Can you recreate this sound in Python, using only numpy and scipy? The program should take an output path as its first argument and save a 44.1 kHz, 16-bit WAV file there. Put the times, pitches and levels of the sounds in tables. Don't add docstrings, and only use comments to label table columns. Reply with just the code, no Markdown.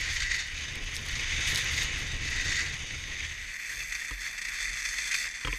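import sys
import numpy as np
from scipy import signal
from scipy.fft import rfft, irfft, next_fast_len
from scipy.io import wavfile
from scipy.ndimage import uniform_filter1d, map_coordinates

SR = 44100
rng = np.random.default_rng(int(sys.argv[2]) if len(sys.argv) > 2 else 0)


def waveform_to_disk(signal):
    frames = np.transpose(np.atleast_2d(signal))
    scaled = np.clip(frames, -1, 1) * 32767
    samples = np.round(scaled).astype(np.int16)
    wavfile.write(sys.argv[1], SR, samples)


N = 246078

# (frequency [Hz], width [Hz], level [dB])
CARVE_MODES = [(1060, 43, -11.5), (1650, 980, -14.5), (1970, 420, 2), (2312, 760, 0.5), (2622, 82, 0.5),
               (2952, 250, -2.5), (3320, 360, -9), (3646, 440, -5), (4680, 1200, -12.5), (5000, 460, -18),
               (5460, 480, -19), (6260, 890, -8.5), (6650, 530, -15.5), (8170, 2270, -25.5)]
# (frequency [Hz], width [Hz], level [dB])
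SKID_MODES = [(1320, 400, -20.5), (1593, 130, -6), (1952, 287, 3.5), (2370, 550, -8.5), (2660, 320, -12),
              (2890, 150, -10.5), (3210, 150, -10), (3680, 310, -6.5), (4300, 680, -9), (4700, 230, -7),
              (5500, 390, -9.5), (6250, 330, -11), (6640, 1130, -11), (8100, 2400, -26)]
ORDINARY_DB = -36
TURN_HISS_DB, TURN_BRIGHTENS = -2.5, 0.14
SKID_HISS_DB = -2


def turns(ring_db, skid):
    hiss_db = ring_db + TURN_HISS_DB + TURN_BRIGHTENS * (ring_db - ORDINARY_DB)
    judder = amp(1.22 * wobble(60) + 1.03 * wobble(260))
    carving = friction(CARVE_MODES, 7000, 3.6, judder, ring_db, hiss_db)
    skidding = friction(SKID_MODES, 5000, 6.9, judder, ring_db, hiss_db + SKID_HISS_DB)
    return np.sqrt(1 - skid) * carving + np.sqrt(skid) * skidding + crunches(SKID_MODES)


# (full load time [s], release time [s], level [dB], share that skids sideways [0-1])
TURNS = [(0.082, 0.409, -35.5, 1), (1.432, 1.83, -33, 0.1), (2.524, 2.609, -31.5, 1)]
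LOAD_DB_PER_S, RELEASE_DB_PER_S = 37.5, 117
RUNNING_DB, RUNNING_GROWTH_DB = -37.5, 24


def edging():
    t = np.arange(N) / SR
    power = amp(at_speed(RUNNING_DB, RUNNING_GROWTH_DB)) ** 2
    skidding = 0
    for full, release, db, skid in TURNS:
        loading_db = LOAD_DB_PER_S * np.maximum(full - t, 0)
        releasing_db = RELEASE_DB_PER_S * np.maximum(t - release, 0)
        turn = amp(db - loading_db - releasing_db) ** 2
        power = power + turn
        skidding = skidding + skid * turn
    return 10 * np.log10(power) + ridges(), np.clip(skidding / power, 0, 1)


# (time [s], friction level [dB], top-treble sizzle level [dB])
GLIDE = [(3.4, -43.5, -67), (3.72, -37.5, -56), (4.12, -39, -59), (4.38, -40.5, -62), (4.62, -38.5, -60.5),
         (5.0, -34.5, -58), (5.24, -33, -56), (5.3, -39.5, -71), (5.58, -40, -57.5)]
# (frequency [Hz], width [Hz], level [dB])
GLIDE_MODES = [(1210, 270, -23), (1630, 320, -15), (1960, 420, 0), (2380, 320, -5), (2620, 150, -8),
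               (3160, 340, -19), (3510, 260, -8), (4400, 490, -11), (4930, 980, -16), (5830, 920, -15),
               (6370, 720, -10), (7670, 750, -16), (8440, 510, -20), (9250, 900, -30), (10510, 1040, -27)]
# (frequency [Hz], width [Hz], level [dB])
SIZZLE_MODES = [(9100, 2500, 1), (10400, 1200, -5), (12100, 1700, 4.5), (14500, 980, -6)]
GLIDE_HISS_DB, GLIDE_BRIGHTENS = -4, 0.49
CRUNCH_SIZZLE_DB = -28


def glide():
    friction_db, sizzle_db = curves(GLIDE)
    uneven_db = ridges()
    ring_db = friction_db + uneven_db
    hiss_db = ring_db + GLIDE_HISS_DB + GLIDE_BRIGHTENS * (ring_db - ORDINARY_DB)
    judder = amp(0.99 * wobble(80) + 1.14 * wobble(280))
    soft_grains = judder * crystals(4100, spread_db=5.0, smooth_db=-2)
    sizzle_level = amp(sizzle_db + 0.76 * uneven_db + 0.65 * wobble(25))
    sizzle = sizzle_level * unit(coloured(soft_grains, body(SIZZLE_MODES)))
    crust = crunches(GLIDE_MODES) + amp(CRUNCH_SIZZLE_DB) * crunches(SIZZLE_MODES)
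    scraping = friction(GLIDE_MODES, 1900, 4.1, judder, ring_db, hiss_db)
    return scraping + patchy(sizzle, depth_db=2.5) + crust


def friction(modes, grain_rate, spread_db, judder, ring_db, hiss_db):
    def low(hz):
        return 1 / np.sqrt(1 + (hz / 3100) ** 24)

    def high(hz):
        return np.sqrt(1 - low(hz) ** 2)

    ring_grains = judder * crystals(grain_rate, spread_db, smooth_db=-2)
    hiss_grains = judder * crystals(grain_rate, spread_db, smooth_db=-2.5)
    ring = coloured(ring_grains, lambda hz: body(modes)(hz) * low(hz))
    hiss = coloured(hiss_grains, lambda hz: body(modes)(hz) * high(hz))
    ring_level = amp(ring_db + 0.88 * wobble(45))
    hiss_level = amp(hiss_db + 0.38 * wobble(45))
    return patchy(ring_level * unit(ring) + hiss_level * unit(hiss), depth_db=1.25)


def crystals(rate, spread_db, smooth_db):
    size = amp(spread_db * np.minimum(rng.standard_normal(N), 2))
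    grains = (rng.random(N) < rate / SR) * rng.choice([-1, 1], N) * size
    return unit(unit(grains) + amp(smooth_db) * rng.standard_normal(N))


# (time [s], half width to 1/e [s], change of friction [dB])
RIDGES = [(.23, 0.012, 4), (.29, 0.016, -3), (.61, 0.049, 4), (.8, 0.023, -6), (.96, 0.017, 0.5),
          (1.03, 0.021, -4), (1.16, 0.013, 2.5), (1.67, 0.14, -2), (1.8, 0.02, 2), (2.2, 0.027, -4),
          (2.36, 0.037, 0.5), (3.24, 0.077, 2), (3.88, .02, -2.5), (4.17, .025, -3), (4.24, 0.04, 4),
          (4.6, 0.11, 3.5), (4.89, 0.01, 3)]


def ridges():
    return sum(db * swell(s, width) for s, width, db in RIDGES)


# (time [s], level before the quick rise and the fade-over [dB])
CRUNCHES = [(0.161, -27), (0.202, -26.5), (0.311, -27), (0.343, -28), (1.153, -31), (1.776, -28.5),
            (2.5184, -26), (2.591, -27), (3.922, -32), (3.948, -31), (4.2703, -36), (4.378, -33),
            (4.415, -32.5), (4.449, -30.5), (4.484, -32), (4.82, -33), (4.852, -26.5), (4.9836, -26.5),
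            (5.1116, -27), (5.141, -21)]
CRUNCH_S, CRUNCH_ATTACK_S = 0.017, .001
CRUNCH_SMOOTH_DB = 2


def crunches(modes):
    force = np.zeros(N)
    t = np.arange(SR // 6) / SR
    for s, db in CRUNCHES:
        add(force, s, amp(db - 20 * (t / CRUNCH_S) ** 2) * (1 - np.exp(-t / CRUNCH_ATTACK_S)))
    fractures = crystals(5000, spread_db=8.5, smooth_db=CRUNCH_SMOOTH_DB)
    return force * unit(coloured(fractures, body(modes)))


# (time [s], half width to 1/e [s], level before colouring [dB])
PUFFS = [(.01, 0.017, -46), (.15, .03, -45), (.35, .02, -48), (.83, 0.022, -53), (.965, 0.033, -47.5),
         (1.12, 0.13, -53.5), (1.495, 0.023, -39), (1.565, 0.058, -40.5), (1.76, 0.046, -43.5),
         (1.83, 0.016, -44), (2.0, 0.044, -53)]
# (time [s], noise level before colouring [dB])
PELLETS = [(0.7248, -43), (0.756, -33), (0.9575, -29), (0.966, -25), (0.9754, -36), (1.0869, -32),
           (1.2965, -36), (1.4885, -38), (1.5478, -22), (1.5588, -19), (1.5744, -20.5), (1.6447, -27),
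           (2.2777, -40), (2.9836, -37)]
# (frequency [Hz], gain [dB])
POWDER = [(1500, -32), (3500, 10), (6500, 4), (9000, -1), (10500, -2), (12600, -7), (13500, -3),
          (14500, -23), (16000, 2)]
FIZZ_DB, FIZZ_FOLLOWS = -57, 0.72
PELLET_T60_S = .005


def spray(friction_db):
    base = amp(FIZZ_DB + FIZZ_FOLLOWS * (friction_db - ORDINARY_DB))
    puffs = sum(amp(db) * swell(s, width) for s, width, db in PUFFS)
    flicker = amp(3.6 * wobble(90))
    fizz = np.hypot(base, puffs) * flicker * crystals(1500, spread_db=8, smooth_db=-1)
    t = np.arange(SR // 100) / SR
    for s, db in PELLETS:
        add(fizz, s, amp(db - 60 * t / PELLET_T60_S) * rng.standard_normal(len(t)))
    return patchy(coloured(fizz, slope(POWDER)), depth_db=1.5)


# (time [s], knock level [dB], crack level [dB], click level [dB], thud level [dB])
KNOCKS = [(4.109, -35.5, -33, -35, -30), (5.448, -29.5, -28, -24.5, -28), (5.472, -31.5, -25, -33.5, -34),
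          (5.480, -31, -34, -26, -26), (5.528, -33, -39, -7, -30)]
# (frequency [Hz], level [dB], time to fall 60 dB [s])
MOUNT = [(135, -5, .1), (296, -8.5, 0.097), (425, -14, 0.068), (494, -9.5, 0.078), (1023, -4.5, 0.055),
         (1290, -3, 0.033), (1530, -5, 0.015), (2260, 5, 0.022), (2860, 2.5, 0.024), (3280, 1, 0.034)]
# (frequency [Hz], relative gain [dB])
CRACK = [(150, -7), (300, -5), (520, -24), (720, -14), (1200, 1.5), (2000, 1), (3100, -12.5), (4200, -9),
         (7000, -14), (12000, -32)]
MOUNT_SCATTER_DB, MOUNT_DETUNE = 1.7, .015


def mount():
    out = np.zeros(N)
    t = np.arange(SR // 4) / SR
    grits = np.array_split(noise(CRACK), len(KNOCKS))
    for (s, knock_db, crack_db, click_db, thud_db), grit in zip(KNOCKS, grits):
        ring = np.zeros(len(t))
        for hz, db, t60 in MOUNT:
            level = amp(db + rng.normal(0, MOUNT_SCATTER_DB) - 60 * t / t60)
            cycles = hz * rng.normal(1, MOUNT_DETUNE) * t + rng.random()
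            ring += level * np.sin(2 * np.pi * cycles)
        crack = amp(-60 * t / 0.033) * grit[:len(t)]
        click = amp(-60 * t / 0.0069) * np.sin(2 * np.pi * 2500 * t)
        sway = np.sin(2 * np.pi * 44 * rng.normal(1, 0.051) * t)
        thud = amp(-60 * t / 0.3) * (1 - np.exp(-t / 0.007)) * sway
        knock = amp(knock_db) * ring + amp(crack_db) * crack
        knock += amp(click_db) * click + amp(thud_db) * thud
        add(out, s, knock * (1 - np.exp(-t / 0.0011)))
    return out


# (time [s], half width to 1/e [s], extra buffeting [dB], extra rush [dB])
WIND_GUSTS = [(.15, 0.2, 2.5, -6), (.78, 0.044, 3, 2), (1.14, 0.034, 6.5, 0), (2.51, .05, 4, 1.5),
              (3.79, 0.071, 9, 16), (3.94, .06, 10, 2.5), (4.53, 0.063, 11, 5), (4.72, 0.055, 7, 7),
              (4.9, 0.023, 9, 0), (5.27, 0.13, 4, 0)]
# (frequency [Hz], relative gain [dB])
FAST_BUFFET = [(10, -37), (22, 3), (36, 3), (50, -6), (65, -1.5), (82, 0.5), (100, -17), (130, -13),
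               (300, -77)]
# (frequency [Hz], relative gain [dB])
SLOW_BUFFET = [(10, -29), (22, -11), (36, -1), (50, 0.5), (58, -13), (72, -35), (200, -58)]
# (frequency [Hz], relative gain [dB])
RUSH = [(60, -9), (100, -5.5), (140, -5.5), (172, -15.5), (218, -17), (320, -18), (400, -21.5), (468, -20),
        (624, -27.5), (1000, -27.5), (2000, -23), (8000, -59)]
# (frequency [Hz], relative gain [dB])
OPEN_AIR = [(30, -10), (75, -0.5), (130, 5), (200, 5), (320, 0.5), (470, -4), (620, -2.5), (1000, -19.5),
            (2500, -15), (15000, -23)]
BUFFET_DB, BUFFET_GROWTH_DB, SLOW_BUFFET_DB = -38, 43.5, -55.5
RUSH_DB, RUSH_GROWTH_DB, SLOW_RUSH_DB = -42.5, 44.5, -67.5


def wind(fast, slow):
    gust_db = sum(db * swell(s, width) for s, width, db, _ in WIND_GUSTS)
    gust_rush_db = sum(db * swell(s, width) for s, width, _, db in WIND_GUSTS)
    fast_eddies = fast * amp(at_speed(BUFFET_DB, BUFFET_GROWTH_DB)) * noise(FAST_BUFFET)
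    slow_eddies = slow * amp(SLOW_BUFFET_DB) * noise(SLOW_BUFFET)
    buffet = amp(gust_db + 1.6 * wobble(10)) * (fast_eddies + slow_eddies)
    flow = fast ** 3 * amp(at_speed(RUSH_DB, RUSH_GROWTH_DB)) + slow * amp(SLOW_RUSH_DB)
    flutter_db = 1.8 * wobble(22.13) + 1.45 * wobble(80)
    rush = flow * amp(gust_rush_db + flutter_db) * noise(RUSH)
    return buffet + rush + amp(-64.5) * noise(OPEN_AIR)


# (time [s], speed [share of top speed])
SPEED = [(0, 0.97), (.5, 0.62), (1.0, 0.81), (1.52, 1.0), (2.1, 0.97), (2.42, .94), (2.9, 0.74),
         (3.25, 0.78)]


def at_speed(top_db, growth_db):
    return top_db + growth_db * np.log10(np.maximum(curves(SPEED)[0], 1e-3))


def patchy(x, depth_db):
    z = signal.stft(x, nperseg=512)[2]
    field = uniform_filter1d(rng.standard_normal(z.shape), size=5, axis=0)
    field = uniform_filter1d(field, size=14, axis=1)
    return signal.istft(z * amp(depth_db * unit(field)), nperseg=512)[1][:N]


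def noise(points):
    return unit(coloured(rng.standard_normal(N), slope(points)))


def coloured(x, gain):
    half = next_fast_len(N // 2 + SR // 8)
    hz = np.fft.rfftfreq(2 * half, 1 / SR)
    cepstrum = irfft(np.log(np.maximum(gain(hz), 1e-6)))
    cepstrum[1:half] *= 2
    cepstrum[half + 1:] = 0
    return irfft(rfft(x, 2 * half) * np.exp(rfft(cepstrum)))[:N]


def body(modes):
    def gain(hz):
        return np.sqrt(sum((amp(db) / (1 + (2 * (hz - f) / w) ** 2)) ** 2 for f, w, db in modes))
    return gain


def slope(points):
    f, db = np.transpose(points)
    return lambda hz: amp(np.interp(np.log(hz + 1), np.log(f), db))


def swell(s, half_width):
    return np.exp(-((np.arange(N) / SR - s) / half_width) ** 2)


def wobble(rate):
    knots = rng.standard_normal(int(N * rate / SR) + 4)
    return map_coordinates(knots, [np.arange(N) * rate / SR])


def curves(rows):
    s, *cols = np.transpose(rows)
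    return [np.interp(np.arange(N) / SR, s, c) for c in cols]


def add(track, s, sound):
    part = track[max(round(s * SR), 0):][:len(sound)]
    part += sound[:len(part)]


def amp(db):
    return 10 ** (np.asarray(db) / 20)


def unit(x):
    return x / np.sqrt(np.mean(x ** 2) + 1e-20)


FADE_START_S, FADE_LENGTH_S = 3.1, 0.46


def scene():
    blend = np.clip((np.arange(N) / SR - FADE_START_S) / FADE_LENGTH_S, 0, 1)
    fast, slow = np.sqrt(1 - blend), np.sqrt(blend)
    friction_db, skid = edging()
    fast_run = fast * (turns(friction_db, skid) + spray(friction_db))
    slow_glide = slow * glide()
    return (fast_run + slow_glide + wind(fast, slow) + mount())[None]


TOP_HZ = 15450


def record(dry):
    size = next_fast_len(N + SR // 4)
    kept = np.fft.rfftfreq(size, 1 / SR) < TOP_HZ
    return irfft(rfft(dry, size) * kept, size)[:, :N]


dry = scene()
out = record(dry)
waveform_to_disk(out)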